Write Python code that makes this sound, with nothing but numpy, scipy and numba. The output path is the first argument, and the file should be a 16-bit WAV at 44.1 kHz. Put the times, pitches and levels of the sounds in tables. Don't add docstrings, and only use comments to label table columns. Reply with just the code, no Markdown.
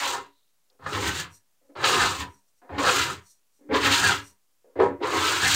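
import sys
import numpy as np
from scipy import signal
from scipy.fft import rfft, irfft
from scipy.io import wavfile
from scipy.ndimage import uniform_filter1d
from numba import njit

SR = 44100
rng = np.random.default_rng(int(sys.argv[2]) if len(sys.argv) > 2 else 0)


def gain_from_db(level_db):
    decades = np.asarray(level_db, float) / 20
    return 10 ** decades


def generate_wav(sig):
    pcm = np.round(np.clip(np.atleast_2d(sig).T, -1, 1) * 32767).astype(np.int16)
    wavfile.write(sys.argv[1], SR, pcm)


N = 244755
USUAL_DB = -30
TAIL = 16384


def unit(x):
    return x / np.sqrt(np.mean(x ** 2))


def on_log(hz, table):
    f, v = np.transpose(table)
    return np.interp(np.log(hz + 1), np.log(f), v)


def colour(x, table):
    size = 4096
    hz = np.arange(size // 2 + 1) * SR / size
    cepstrum = irfft(on_log(hz, table) * np.log(10) / 20)
    cepstrum[1:size // 2] *= 2
    cepstrum[size // 2 + 1:] = 0
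    response = irfft(np.exp(rfft(cepstrum)))
    return signal.fftconvolve(x, response)[:len(x)]


@njit
def svf(x, hz, width):
    y, band, low = np.empty(len(x)), 0., 0.
    for i in range(len(x)):
        g, k = np.tan(np.pi * hz[i] / SR), width / hz[i]
        v = (band + g * (x[i] - low)) / (1 + g * (g + k))
        band, low, y[i] = 2 * v - band, low + 2 * g * v, k * v
    return y


def walk(rate):
    hold = int(SR / rate)
    steps = np.repeat(rng.standard_normal(N // 8), hold)[:N]
    return unit(uniform_filter1d(uniform_filter1d(steps, hold), hold))


def lagged(db, seconds):
    pole = np.exp(-1 / (max(seconds, .002) * SR))
    return 20 * np.log10(signal.lfilter([1 - pole], [1, -pole], gain_from_db(db)) + 1e-9)


def swells(rows):
    t = np.arange(N) / SR
    edge_db = -15.5
    return sum(gain_from_db(np.maximum(db + edge_db * ((t - s) / half) ** 2, -140)) for s, half, db in rows)


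def slips(rate, scatter_db, patchy_db):
    u = rng.random((N, 2))
    size = gain_from_db(-scatter_db * np.log(u[:, 1] + 1e-9))
    clicks = (u[:, 0] < rate / SR) * size * rng.choice([-1, 1], N)
    grain = unit(clicks) + rng.standard_normal(N)
    patches_db = patchy_db * (.5 * walk(45) + walk(160))
    return unit(grain * gain_from_db(patches_db))


# frequency in Hz, density in dB per Hz.
HISS_SHAPE = [(18, -40.5), (30, -5), (1220, -8), (1350, -9), (1720, -10.5), (4300, -10.5), (6380, -8.5),
              (14000, -11.5), (16000, -11.5)]


def hiss():
    return gain_from_db(-76.5) * unit(colour(rng.standard_normal(N), HISS_SHAPE))


# frequency in Hz, width in Hz, level in dB.
BLADE_MODES = [(4400, 500, -10), (5930, 380, -4), (6700, 1500, -3), (8100, 2000, -2), (10400, 900, -14),
               (12900, 1600, -12), (14600, 900, -17)]
# middle in seconds, half length in seconds, peak in dB.
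BRUSHES = [
    (1.35, 0.048, -58),
    (1.67, 0.036, -81),
    (2.32, 0.12, -71),
    (2.492, .025, -77.5),
    (2.586, 0.037, -76),
    (3.3, 0.078, -61.5),
    (3.57, .065, -76),
    (4.27, 0.073, -58.5),
]
# middle in seconds, half length in seconds, peak in dB.
PEELS = [
    (.36, .17, -77),
]
# start in seconds, peak in dB, frequency in Hz.
FLAKES = [
    (0.7003, -54.5, 3610),
    (0.729, -70, 5430),
]


def brushing():
    rub, one = slips(rate=9000, scatter_db=1.5, patchy_db=1.2), np.ones(N)

    def resonate(x, hz, width):
        return unit(svf(svf(x, hz * one, width), hz * one, width))

    sung = sum(gain_from_db(db) * resonate(rub, hz, 1.5 * width) for hz, width, db in BLADE_MODES)
    out = unit(sung) * swells(BRUSHES)
    out += resonate(rub, 3900, 900.) * swells(PEELS)
    t = np.arange(600) / SR
    for s, db, hz in FLAKES:
        i = int(s * SR)
        burst = svf(rng.standard_normal(len(t)), 1.15 * hz * one, 1700.)
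        flake = svf(burst, 1.1 * hz * one, 1700.)
        out[i:i + len(t)] += gain_from_db(db) * unit(flake) * np.exp(-t / 0.0037) / 2
    return out


# start in seconds, peak in dB, contact time in ms.
KNOCKS = [(0.797, -40, 0.84), (0.923, -12.5, 0.76), (1.694, -58.5, 1.1), (1.764, -18.5, 0.85),
          (1.836, -9.5, 0.29), (2.62, -45, 1.2), (2.708, -20.5, 1.2), (2.778, -10, 1.1), (2.827, -35, 0.92),
          (3.701, -32, 1), (3.746, -29, 0.47), (3.856, -13, 2), (4.648, -51, 2.3), (4.761, -42, 0.85),
          (4.802, 3.5, 0.85), (4.808, -11, 0.48), (4.836, -7, 1.3), (5.015, -10, 1.13), (5.032, -34, 0.92),
          (5.143, -12, 0.89)]


def knocks():
    force, t = np.zeros(N), np.arange(800) / SR
    crackles = rng.standard_normal((len(KNOCKS), len(t)))
    for (s, db, ms), crackle in zip(KNOCKS, crackles):
        push = np.hanning(int(np.clip(ms, .1, 4) * SR / 1000) + 3)
        i = int(s * SR)
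        force[i:i + len(push)] += gain_from_db(db + 16.0) * push / push.sum()
        force[i:i + len(t)] += gain_from_db(db - 22.0) * uniform_filter1d(crackle, size=7) * np.exp(-t / 0.0022)
    return signal.sosfilt(signal.butter(2, 220, "highpass", fs=SR, output="sos"), force)


# frequency in Hz, level in dB, T60 in seconds.
SHELL_MODES = [(197, -18.5, 0.81), (283, 0.5, 0.48), (319.8, -15, 0.27), (397.1, -6, 0.6),
               (428.8, -7, 0.37), (504, -5, 0.36), (531.3, -3.5, 0.33), (585, -18.5, 0.96), (724, -6, 0.32),
               (818.7, 0.5, 0.14), (942.6, -12, 0.71), (987, -12.5, 0.59), (1057.7, -7, 0.3),
               (1160, -13.5, 0.3), (1248, -12, 0.32), (1320, -8, 0.26), (1416, -21, 0.15), (1419, -5, 0.11),
               (1548, -6.5, 0.2), (1668, -4.5, 0.23), (1784, -3, 0.071), (1793, -7.5, 0.16),
               (2050, -12.5, 0.51), (2030, -28, 0.28), (2460, -27.5, 0.033), (2660, -18, 0.34),
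               (2830, -21, 0.66),
               (76, -16, 0.072), (99, -9, 0.48), (108, -15.5, 0.38)]
# frequency in Hz, T60 in seconds.
ROOM_T60 = [(100, 0.053), (500, 0.16), (2000, 0.28), (6000, 0.097), (14000, 0.037)]
# frequency in Hz, density in dB per Hz.
SCRAPE_SHAPE = [(32, -39.5), (55, -16.5), (86, 3.5), (223, -16), (270, 3.5), (385, 5), (649, -4.5),
                (804, -5.5), (1320, -7), (4040, -10), (5500, -17), (7140, -14), (9950, -29.5),
                (14600, -31.5), (16000, -29)]


def tub(ring_db, room_db):
    t = np.arange(TAIL) / SR
    damping = 0.38
    modes = SHELL_MODES
    ring = np.zeros(TAIL)
    for (hz, db, t60), (louder, sharper) in zip(modes, rng.standard_normal((len(modes), 2))):
        tone = np.sin(2 * np.pi * hz * (1 + .012 * sharper) * t)
        ring += gain_from_db(db + 1.3 * louder) * tone * 1000 ** (-t / max(t60 * damping, .02))
    f, s, z = signal.stft(rng.standard_normal(TAIL), SR, nperseg=256)
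    decay = 1000 ** (-s / np.maximum(on_log(f, ROOM_T60), .02)[:, None])
    tail = signal.istft(z * decay, SR)[1][:TAIL]
    tail *= gain_from_db(room_db) * np.clip(t / 0.0016, 0, 1) / np.sqrt(np.sum(tail ** 2))
    tail[0] += 1
    return colour(tail, SCRAPE_SHAPE) + gain_from_db(ring_db) * ring


# time in seconds, load in dB, speed from 0 to 1.
FIRST = [
    (0.0, -27.5, 0.87),
    (0.094, -26, 0.86),
    (0.138, -30, 0.8),
    (0.154, -35, 0.84),
    (0.273, -56, 0.65),
    (0.299, -65, 0.56),
]
SECOND = [
    (0.856, -25, .6),
    (.875, -37, .72),
    (.915, -34, .7),
    (.93, -26.5, .72),
    (1.0, -28, .6),
    (1.074, -24, 0.87),
    (1.125, -33, 0.79),
    (1.2, -29, 1),
    (1.348, -69, 0.41),
]
THIRD = [
    (1.839, -16.5, 0.86),
    (1.977, -22, 0.81),
    (1.996, -23, 0.89),
    (2.019, -22, 1.0),
    (2.183, -35, 0.81),
    (2.209, -30.5, 0.87),
    (2.333, -64, 0.34),
    (2.357, -70, 0.4),
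]
FOURTH = [
    (2.777, -18.5, 0.63),
    (2.819, -23, 0.59),
    (2.895, -17.5, 0.87),
    (2.924, -20, 0.79),
    (3.021, -22.5, 0.94),
    (3.085, -32, .87),
    (3.11, -30, 0.85),
    (3.179, -46.5, 0.7),
    (3.27, -78, .8),
]
LANDING = [
    (3.68, -41.5, 0.0),
    (3.699, -28.5, 0),
    (3.732, -18, 0.43),
    (3.747, -15, .56),
    (3.8, -25.5, 0.61),
    (3.852, -17.5, 0.81),
]
FIFTH = [
    (3.856, -16.5, 0.91),
    (3.899, -22.5, 0.78),
    (3.934, -18, 0.97),
    (4.018, -25.5, 0.99),
    (4.064, -20, 1.1),
    (4.123, -24.5, .97),
    (4.169, -31.5, 0.83),
    (4.282, -68, 0.79),
    (4.318, -69, 0.28),
]
BUMP = [
    (4.788, -18, .05),
    (4.802, -7.5, 0.057),
    (4.829, -18.5, 0.28),
    (4.866, -27.5, .3),
    (4.93, -34.5, .04),
    (4.986, -49, 0.0),
    (5.0, -44, 0.07),
]
SIXTH = [
    (5.002, -31.5, 0.0),
    (5.032, -20.5, 0.44),
    (5.096, -27.5, .62),
    (5.145, -19, 0.6),
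    (5.19, -24.5, 0.74),
    (5.26, -20, 0.85),
    (5.39, -25, 0.87),
    (5.46, -22.5, 1.11),
    (5.55, -20.5, 1.1),
]
# arm's weight in dB, handle in Hz on landing, blade in Hz at full speed.
GRIPS = [
    (-58, 720, 1160),
    (-38.5, 620, 1560),
    (-43.5, 620, 1284),
    (-42, 730, 1530),
    (-44.5, 510, 1600),
    (-43, 310, 1500),
    (-44.5, 500, 1700),
    (-44, 550, 1500),
]
# start in seconds, length in seconds, first load in dB,
# last load in dB, speed from 0 to 1.
TOUCHES = [
    (0.699, 0.065, -75, -70.5, 0.2),
    (0.79, 0.072, -62, -40, 0.7),
    (1.613, .074, -61, -70, 0.1),
    (1.691, 0.093, -49.5, -60, 0),
    (1.753, .084, -35.5, -24, .62),
    (2.617, 0.088, -50.5, -57, 0.3),
    (2.692, 0.09, -32.5, -31.5, 0.32),
    (3.589, 0.1, -59.5, -51.5, .05),
    (4.643, 0.13, -53.5, -65.5, 0.1),
    (4.756, .031, -27.5, -27.5, 0.1),
]
# constant in dB, dB per speed, dB per speed squared.
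SHELL_LAW = (-0.84, 3.9, -18.5)
CHATTER_LAW = (-14.5, 31.56, -18.5)
GRIT_LAW = (-42.5, 68.6, -29)


def hand():
    touch_hz, loaded_hz, settles_s, rest_hz = 445, 317, .12, 824
    lift_s, lift_db = 0.027, -27
    weight_per_load, lean_db_s = 0.52, 15
    lifted_db, lift_weight_per_load = -52.5, 0.73
    bites_db, speedup = -50, 3.8
    t = np.arange(N) / SR
    load, weight, speed = np.full(N, -140.), np.full(N, -140.), np.zeros(N)
    handle, blade = np.full(N, 1. * touch_hz), np.full(N, 1400.)
    padded = np.zeros(N)
    strokes = FIRST, SECOND, THIRD, FOURTH, LANDING, FIFTH, BUMP, SIXTH
    for rows, (weight_db, handle_hz, blade_hz) in zip(strokes, GRIPS):
        end_s, end_db, end_speed = rows[-1]
        s, db, v = np.transpose(rows + [(end_s + lift_s, end_db + lift_db, end_speed)])
        handle[(t >= s[0] - .25) & (t < s[0]) & (speed == 0)] = handle_hz
        on = (t >= s[0]) & (t < s[-1])
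        load[on], speed[on] = np.interp(t[on], s, db), np.interp(t[on], s, v)
        blade[on] = blade_hz
        weight[on] = weight_db + weight_per_load * (load[on] - USUAL_DB) + lean_db_s * (t[on] - s[0] - .2)
        weight[on] += lift_weight_per_load * np.minimum(load[on] - lifted_db, 0)
        handle[on] = loaded_hz + (handle_hz - loaded_hz) * np.exp((s[0] - t[on]) / settles_s)
    for s, length, first_db, last_db, v in TOUCHES:
        on = (t >= s) & (t < s + length)
        load[on] = first_db + (last_db - first_db) * (t[on] - s) / length
        speed[on] = v
        padded[on] = -3.5
        if last_db > bites_db:
            speed[on] += speedup * (t[on] - s - length / 2)
            weight[on] = -41.5 + .8 * (load[on] - USUAL_DB)
    speed = np.clip(speed, 0, 1.3)
    laws = SHELL_LAW, CHATTER_LAW, GRIT_LAW
    shell, chatter, grit = (load + a + b * speed + c * speed ** 2 for a, b, c in laws)
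    boom = lagged(weight, 0.0038)
    chatter = chatter + padded * (speed < .15)
    blade = rest_hz + (blade - rest_hz) * speed ** 2
    return boom, shell, chatter, grit + padded, handle, blade


EDGES_HZ = [50, 200, 750, 2300, 5000, 19000]
# frequency in Hz, gain in dB.
MICROPHONE = [(40, -19.5), (58, -10.5), (70, -1.5), (7800, 3), (8900, 6), (9700, 0.5), (11500, -0.5),
              (14800, 6), (15700, -2)]


def scraper():
    spots = [colour(tub(ring_db=-42.0, room_db=-10.0), MICROPHONE) for _ in range(7)]
    power = np.mean(np.abs(rfft(spots)) ** 2, axis=0)
    boom_db, shell_db, chatter_db, grit_db, handle_hz, blade_hz = hand()
    sizzle_db = grit_db - 2.5 + 0.36 * np.clip(grit_db - chatter_db, -25, 4)
    sizzle_db -= 0.13 * np.clip(grit_db - USUAL_DB, -12, 15)
    slow_db = np.minimum(sizzle_db, lagged(sizzle_db, 0.031) + 1.5)
    sizzle_db = np.where(np.arange(N) < SR / 10, sizzle_db, slow_db)
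    force = np.zeros(N)
    # level dB, resonance Hz, its width Hz, rise time in samples
    bands = ((boom_db, None, 0, 1),
             (shell_db, handle_hz, 130., 1),
             (chatter_db, blade_hz, 280., 1),
             (grit_db - 1.5, None, 0, 150),
             (sizzle_db, None, 0, 400))
    for k, (db, hz, width, rise) in enumerate(bands):
        band = signal.butter(3, EDGES_HZ[k:k + 2], "bandpass", fs=SR, output="sos")
        rub = slips(rate=6000, scatter_db=2.0, patchy_db=1.5)
        if width:
            pitch = np.clip(hz * (1 + .04 * walk(30)), 150, 3000)
            rub = .95 * rub + 2.2 * svf(rub, pitch, width)
        if k < 2:
            rub = signal.sosfilt(band, rub)
            rub /= uniform_filter1d(rub ** 2, size=1500) ** .35
        steady = np.abs(rfft(signal.sosfilt(band, rub), 1 << 18)) ** 2
        bins = np.linspace(0, len(power) - 1, len(steady))
        gain = np.interp(bins, np.arange(len(power)), power)
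        heard = np.sqrt(2 * np.mean(steady * gain) / N)
        force += signal.sosfilt(band, rub * uniform_filter1d(gain_from_db(db), rise)) / heard
    force += knocks()
    share = np.array([walk(14) for _ in spots])
    share /= np.sqrt(np.sum(share ** 2, axis=0))
    direct = colour(colour(np.eye(1, TAIL)[0], SCRAPE_SHAPE), MICROPHONE)
    out = signal.fftconvolve(force, direct)[:N]
    for w, response in zip(share, spots):
        out += signal.fftconvolve(force * w, response - direct)[:N]
    return out


def scene():
    return np.tile(hiss() + brushing() + scraper(), (2, 1))


def band_limit(x):
    return signal.sosfilt(signal.butter(12, 16370, fs=SR, output="sos"), x)


def record(dry):
    top = signal.ellip(10, .2, 60, 15750, fs=SR, output="sos")
    rounded = np.tanh(0.71 * dry) / 0.5
    mix = signal.sosfilt(top, rounded) - .0004
    return band_limit(mix)


dry = scene()
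out = record(dry)
generate_wav(out)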